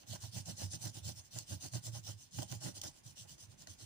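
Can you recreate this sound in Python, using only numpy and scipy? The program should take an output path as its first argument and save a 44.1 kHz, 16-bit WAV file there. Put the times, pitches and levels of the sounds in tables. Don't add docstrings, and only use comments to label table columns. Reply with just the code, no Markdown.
import sys
import numpy as np
from scipy import signal
from scipy.fft import rfft, irfft, next_fast_len
from scipy.io import wavfile
from scipy.ndimage import uniform_filter1d, map_coordinates

SR = 44100
rng = np.random.default_rng(int(sys.argv[2]) if len(sys.argv) > 2 else 0)


def rack_gain(trim_db):
    fader = np.asarray(trim_db, float)
    return 10 ** (fader / 20)


def wrap_up_sound(samples):
    columns = np.atleast_2d(samples).T
    tamed = np.clip(columns, -1, 1)
    steps = np.round(tamed * 32767).astype(np.int16)
    wavfile.write(sys.argv[1], SR, steps)


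N = 169785

# t/s, tick level/dB, rasp level/dB, push on the board/dB
TIP_CATCHES = [(.032, -70, -64.5, -60), (.158, -58, -52.5, -71), (0.236, -60, -62, -61),
               (0.4577, -53, -63, -65), (1.0899, -44.5, -74, -77), (1.3863, -39, -53.5, -61),
               (1.735, -61, -50.5, -47), (1.95, -56, -68, -72), (2.038, -59, -73, -65),
               (2.385, -61, -43.5, -58), (2.4208, -46, -47, -64), (2.429, -43, -61, -76),
               (2.5147, -42, -63, -42), (2.523, -46.5, -49, -60), (2.748, -71, -67, -63),
               (2.8152, -41, -70, -65), (2.836, -43, -52.5, -49), (3.05, -68, -72, -68),
               (3.064, -59, -81, -71), (3.17, -57, -66, -59), (3.3799, -60.5, -67.5, -81),
               (3.62, -55, -66, -84), (3.6713, -50.5, -69, -78), (3.80, -70, -69, -72)]


def unit(x):
    return x / np.sqrt(np.mean(x ** 2) + 1e-20)


def along(points, hz):
    f, value = np.transpose(points)
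    return np.interp(np.log(hz + 1), np.log(f + 1), value)


def filtered(x, response):
    m = next_fast_len(N + SR // 2)
    f = np.fft.rfftfreq(m, 1 / SR)
    return irfft(rfft(x, m) * response(f), m)[..., :N]


def wobble(rate):
    knots = rng.standard_normal(int(N * rate / SR) + 4)
    return map_coordinates(knots, [np.arange(N) * rate / SR])


def body(modes):
    def response(f):
        total = 0
        for k, (centre, width, db) in enumerate(modes):
            ring = 1j * f * width / (centre ** 2 - f ** 2 + 1j * f * width)
            total = total + (-1) ** k * rack_gain(db) * ring
        return total
    return response


def played(force, grit, response):
    return filtered(force * grit, response) / filtered(grit, response).std()


def room():
    # f/Hz, level per Hz/dB
    noise_colour = [(15, -8), (25, 18), (133, 0.5), (749, -10), (1550, -13), (1980, -13), (2460, -12),
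                    (2730, -13.5), (15800, -26.5)]
    noise = filtered(rng.standard_normal((2, N)), lambda f: rack_gain(along(noise_colour, f)))
    return rack_gain(-66.5 + wobble(3.13)) * unit(noise)


def walls(force):
    t60_s, tail_db = 0.2, -9
    keep = rack_gain(-120 / (t60_s * SR))
    tail = signal.lfilter([1 - keep], [1, -keep], force ** 2)
    return np.sqrt(force ** 2 + rack_gain(2 * tail_db) * tail)


def hum(force, push):
    # t/s, level/dB, f/Hz, length/s
    board_jolts = [(0.113, -43, 113.3, 0.029), (0.148, -53, 99, 0.011), (0.185, -53, 88.5, 0.011),
                   (0.244, -41.5, 105.5, 0.01), (0.291, -49, 108, 0.021), (0.379, -43, 117.3, 0.053),
                   (0.446, -52, 95.3, 0.026), (0.489, -47.5, 118.4, 0.01), (0.512, -50, 98.9, 0.013),
                   (0.642, -41.5, 106.9, 0.026), (0.684, -42.5, 86.6, 0.042), (0.742, -44, 112, 0.01),
                   (0.817, -49.5, 114, 0.0076), (0.858, -38.0, 117.1, 0.0094), (0.9, -46.5, 96.6, 0.015),
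                   (0.974, -49, 112, 0.034), (1.03, -43.5, 88, 0.011), (1.066, -39.5, 107.4, 0.019),
                   (1.113, -50, 119, 0.0044), (1.175, -54, 116.2, 0.011), (1.203, -51.4, 90.1, 0.013),
                   (1.369, -45.5, 115.7, 0.031), (1.528, -43, 100.5, 0.015), (1.566, -50.5, 94.5, 0.019),
                   (1.656, -52, 133, 0.023), (1.755, -37.5, 116.6, 0.037), (1.892, -41.5, 114.3, 0.051),
                   (1.937, -42.5, 111.8, 0.015), (1.971, -43, 111.3, 0.018), (2, -66, 123.9, 0.017),
                   (2.041, -51, 97, 0.026), (2.099, -44.5, 108.1, 0.044), (2.148, -46.5, 102.1, 0.041),
                   (2.393, -38.5, 120, 0.033), (2.528, -39, 125.7, 0.014), (2.57, -42.5, 101.9, 0.03),
                   (2.617, -54, 133.8, 0.016), (2.654, -42.5, 129, 0.011), (2.68, -47, 112.2, 0.015),
                   (2.737, -51, 99.5, 0.021), (2.784, -53, 105, 0.018), (2.856, -52, 93.35, 0.017),
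                   (3.069, -50, 116.4, 0.0072), (3.224, -52, 109, 0.024), (3.443, -51, 102, 0.017),
                   (3.493, -51, 101, 0.012), (3.709, -48, 94.7, 0.026), (3.838, -49, 106, 0.012)]
    # f/Hz, width/Hz, level/dB
    board_modes = [(66, 14, -19), (90.7, 13, -5), (113.2, 15.2, -8), (140, 22, -9), (186, 30, -11),
                   (236, 30, -17)]
    shortest_s, length_share = 0.0096, 0.39
    jolt_db, rattle_db = -4, 19

    t = np.arange(N) / SR
    energy = np.zeros(N)
    for start, db, _, length in board_jolts:
        width = np.hypot(shortest_s, length_share * length)
        energy += rack_gain(2 * db) * np.exp(-((t - start) / width) ** 2)
    start, _, hz, _ = np.transpose(board_jolts)
    pitch = np.interp(t, start, hz)
    jolts = rack_gain(jolt_db) * np.sqrt(energy) * np.sin(2 * np.pi * np.cumsum(pitch) / SR)

    ring = body(board_modes)
    shake = force * rng.standard_normal((2, N)) + push
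    rattle = filtered(shake, lambda f: ring(f) / (1 + (f / 320) ** 4))
    return jolts + rack_gain(rattle_db) * rattle


def rings():
    # t/s, level/dB, f/Hz
    sheet_knocks = [(0.132, -42.5, 638), (0.155, -45, 993), (0.367, -62, 659), (0.468, -51, 760),
                    (0.481, -44.5, 628), (0.617, -38, 542), (0.838, -49, 778), (0.855, -43, 573),
                    (1.362, -40, 627), (1.505, -47, 572), (1.628, -52, 554), (1.649, -44.5, 783),
                    (1.734, -49, 647), (1.753, -37, 612), (1.875, -49, 538.5), (1.95, -46, 658),
                    (2.067, -48, 695), (2.384, -47, 809), (2.42, -50, 633), (2.52, -48, 868),
                    (2.657, -45, 810), (2.768, -47, 541), (2.834, -51, 605), (3.673, -50, 635)]
    # t/s, level/dB, f/Hz, t60/s (time to die by 60 dB)
    shaft_pings = [
        (2.8152, -49, 6480, .014),
        (2.816, -55, 9000, 0.0087),
        (2.8154, -54, 12550, .012),
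        (2.8152, -50, 15200, .015),
        (3.6715, -57.5, 1480, 0.038),
        (3.6712, -55, 1908, 0.026),
        (3.672, -54.5, 4220, 0.042),
    ]
    rows = [(s, db - 6, hz, 0.032, 0.001) for s, db, hz in sheet_knocks]
    rows += [(*ping, 0.0002) for ping in shaft_pings]

    t = np.arange(N) / SR
    tones = np.zeros(N)
    for s, db, hz, t60, rise in rows:
        since = np.clip(t - s, 0, None)
        fade = rack_gain(db - 60 * since / t60) * (1 - np.exp(-since / rise))
        tones += fade * np.sin(2 * np.pi * hz * since)
    return tones * [[1], [.4]]


def catches():
    t = np.arange(N) / SR
    tick, knock, push = np.zeros((3, N))

    def dying(s, db, t60):
        return (t >= s) * rack_gain(db - 60 * np.abs(t - s) / t60)

    for s, tick_db, rasp_db, push_db in TIP_CATCHES:
        tick += dying(s, tick_db, 0.022)
        knock += dying(s, rasp_db, 0.033)
        push[round(s * SR)] = rack_gain(push_db + 32.5)
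    return tick, knock, push


def hand():
    # turn t/s, scrape level/dB, hardest press t/s, rasp level/dB, board level/dB
    early_strokes = [(-0.06, -63.5, 0.032, -69, -77), (0.053, -51.5, 0.14, -58, -48),
                     (0.19, -52, 0.251, -63, -55), (0.306, -50, 0.373, -57.5, -45),
                     (0.442, -50.5, 0.497, -58, -48), (0.55, -49, 0.626, -57, -43),
                     (0.692, -50.5, 0.745, -61, -48.5), (0.786, -49, 0.862, -57, -48),
                     (0.921, -53.5, 0.97, -63, -52.5), (1.017, -50.5, 1.092, -59.5, -47),
                     (1.14, -56.5, 1.196, -72, -60), (1.227, -66, 1.234, -95, -71),
                     (1.3, -53, 1.368, -61.5, -50.5), (1.456, -52.5, 1.527, -60, -45),
                     (1.59, -51.5, 1.651, -58.5, -54), (1.707, -51.5, 1.759, -59, -48),
                     (1.812, -51, 1.875, -61.5, -51.5), (1.911, -53.5, 1.958, -60.5, -47.5),
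                     (2.022, -53.5, 2.087, -61, -51.5), (2.161, -62, 2.211, -81, -61)]
    late_strokes = [(2.298, -53, 2.41, -64, -46), (2.469, -52.5, 2.525, -60.5, -49),
                    (2.591, -50, 2.666, -52.5, -46), (2.735, -53.5, 2.775, -63.5, -59),
                    (2.808, -51.5, 2.848, -56.5, -54.5), (2.921, -66, 2.958, -77, -67),
                    (3.026, -59.5, 3.08, -74.5, -57), (3.148, -56, 3.25, -73, -57.5),
                    (3.264, -58, 3.306, -73.5, -58), (3.372, -59, 3.431, -74, -60.5),
                    (3.477, -68.5, 3.53, -76, -61), (3.568, -61, 3.63, -73.5, -59.5),
                    (3.663, -59.5, 3.68, -67.5, -59.5), (3.768, -58.5, 3.812, -68.5, -63)]
    end_s, light_from_s = 3.89, 3.0
    lean, light_lean = 0.88, 0.81
    press_pull = 0.23
    speed_power = 1.715
    turn_db = -23
    press_s, shoulder_db = 0.014, -7.5
    shake_s, shake_lag_s, shake_rest_db = 0.03, 0.0054, 7

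    t = np.arange(N) / SR
    turn, scrape_db, press, rasp_db, board_db = np.transpose(list(early_strokes) + list(late_strokes))
    edges = np.append(turn, end_s)
    k = np.clip(np.searchsorted(edges, t) - 1, 0, len(turn) - 1)

    press_place = np.clip((press - turn) / np.diff(edges), 1 / 3, 3 / 4)
    pull = (np.log(.5) / np.log(press_place)) ** press_pull
    progress = np.clip((t - edges[k]) / (edges[k + 1] - edges[k]), 0, 1)
    skew = np.where(t < light_from_s, lean * pull[k], light_lean)
    speed = np.abs(np.sin(np.pi * progress ** skew)) ** speed_power
    glide = rack_gain(turn_db + np.interp(t, (edges[1:] + edges[:-1]) / 2, scrape_db))

    def bump(lag, width):
        return np.exp(-.5 * ((t - press[k] - lag) / width) ** 2)

    scrape = np.hypot(rack_gain(scrape_db[k]) * speed, glide)
    rasp = rack_gain(rasp_db[k]) * np.hypot(bump(0, press_s), rack_gain(shoulder_db) * speed)
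    board = rack_gain(board_db[k]) * np.hypot(bump(shake_lag_s, shake_s), rack_gain(shake_rest_db) * speed)
    return scrape, rasp, board


def patchy(pair):
    z = signal.stft(pair, nperseg=512)[2]
    field = uniform_filter1d(rng.standard_normal(z.shape[1:]), size=7, axis=0)
    field = uniform_filter1d(field, size=8, axis=1)
    painted = z * rack_gain(2.5 * unit(field))
    return unit(signal.istft(painted, nperseg=512)[1][:, :N])


def fibres():
    snaps_per_s, scatter_db, clump_db = 12000, 3, 0.78
    hit = rng.random((2, N)) < snaps_per_s / SR
    size = rack_gain(scatter_db * rng.standard_normal((2, N))) * rng.standard_normal((2, N))
    clumps = rack_gain(clump_db * (wobble(160) + 0.29 * wobble(35.26)))
    return patchy(hit * size * clumps)


def hiss(force):
    # f/Hz, level per Hz/dB
    scrape_colour = [(650, -16.5), (1100, -27.5), (2200, -20), (3070, -7.5), (5920, 0.5), (9360, -7),
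                     (11800, -17), (14800, -11), (15800, -37.5)]
    # f/Hz, width/Hz, boost/dB
    sheen_peaks = [(1404, 63, 7.5), (1958, 69, 10), (2980, 280, 6), (4870, 1300, 1), (5830, 210, 2.5),
                   (6470, 83, 8), (7430, 99, 5), (9220, 280, 6.5), (9900, 500, 4.5), (14100, 340, -12.5),
                   (15180, 810, 17)]

    def sheen(f):
        db = along([(500, -15)] + list(scrape_colour), f)
        for centre, width, boost in sheen_peaks:
            db = db + boost / (1 + (2 * (f - centre) / width) ** 2)
        return rack_gain(db)

    grit = fibres()
    grit[:, [round(row[0] * SR) + 1 for row in TIP_CATCHES]] = rack_gain(12)
    return played(walls(force), grit, sheen)


def paper_rasp(force):
    # f/Hz, width/Hz, level/dB
    paper_modes = [(273, 63, 2), (341, 73, 1.5), (583.6, 77, 1), (827, 78, -3.5), (975, 125, -8),
                   (1510, 285, -10), (1970, 265, -11.5), (2970, 570, -13)]
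    return played(walls(force), fibres(), body(paper_modes))


def pencil():
    scrape, rasp, board = hand()
    tick, knock, push = catches()
    return hiss(np.hypot(scrape, tick)) + paper_rasp(np.hypot(rasp, knock)) + hum(board, push)


def ports(pair):
    # f/Hz, likeness from 0 to 1
    likeness = [(100, .995), (350, .8), (800, .68), (1500, .38), (3500, .25), (5000, .5), (9000, .52),
                (11000, .1)]
    # f/Hz, level/dB
    left_over_right = [(60, -5), (330, -9), (700, -5.5), (1300, -4), (2900, -5), (5500, -3.5), (7000, -2),
                       (9200, -3)]
    # f/Hz, level/dB
    left_treble = [(9800, 1.5), (11500, -4.5), (13500, -15), (15000, -32)]
    right_lag_s, bass_lag_share, bass_hz = 0.001161, 0.84, 248

    def left_gain(f):
        return rack_gain(along(left_over_right, f) / 2 + along(left_treble, f))

    def right_mix(f):
        alike = np.clip(along(likeness, f), 0, 1)
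        lag = right_lag_s * (1 - (1 - bass_lag_share) / (1 + (f / bass_hz) ** 2))
        late = rack_gain(-along(left_over_right, f) / 2) * np.exp(-2j * np.pi * f * lag)
        return late * [alike, np.sqrt(1 - alike ** 2)]

    return np.array([filtered(pair[0], left_gain), filtered(pair, right_mix).sum(0)])


def scene():
    return ports(rack_gain(3) * (pencil() + rings()) + room())


def band_limit(x):
    return signal.sosfilt(signal.butter(12, 16300, fs=SR, output="sos"), x)


def record(dry):
    low_cut_hz, top_hz = 75, 15810

    def band(f):
        x = f / low_cut_hz
        return (f < top_hz) * (1j * x) ** 2 / (1 + 1.4j * x - x ** 2)

    return band_limit(filtered(dry, band))


dry = scene()
out = record(dry)
wrap_up_sound(out)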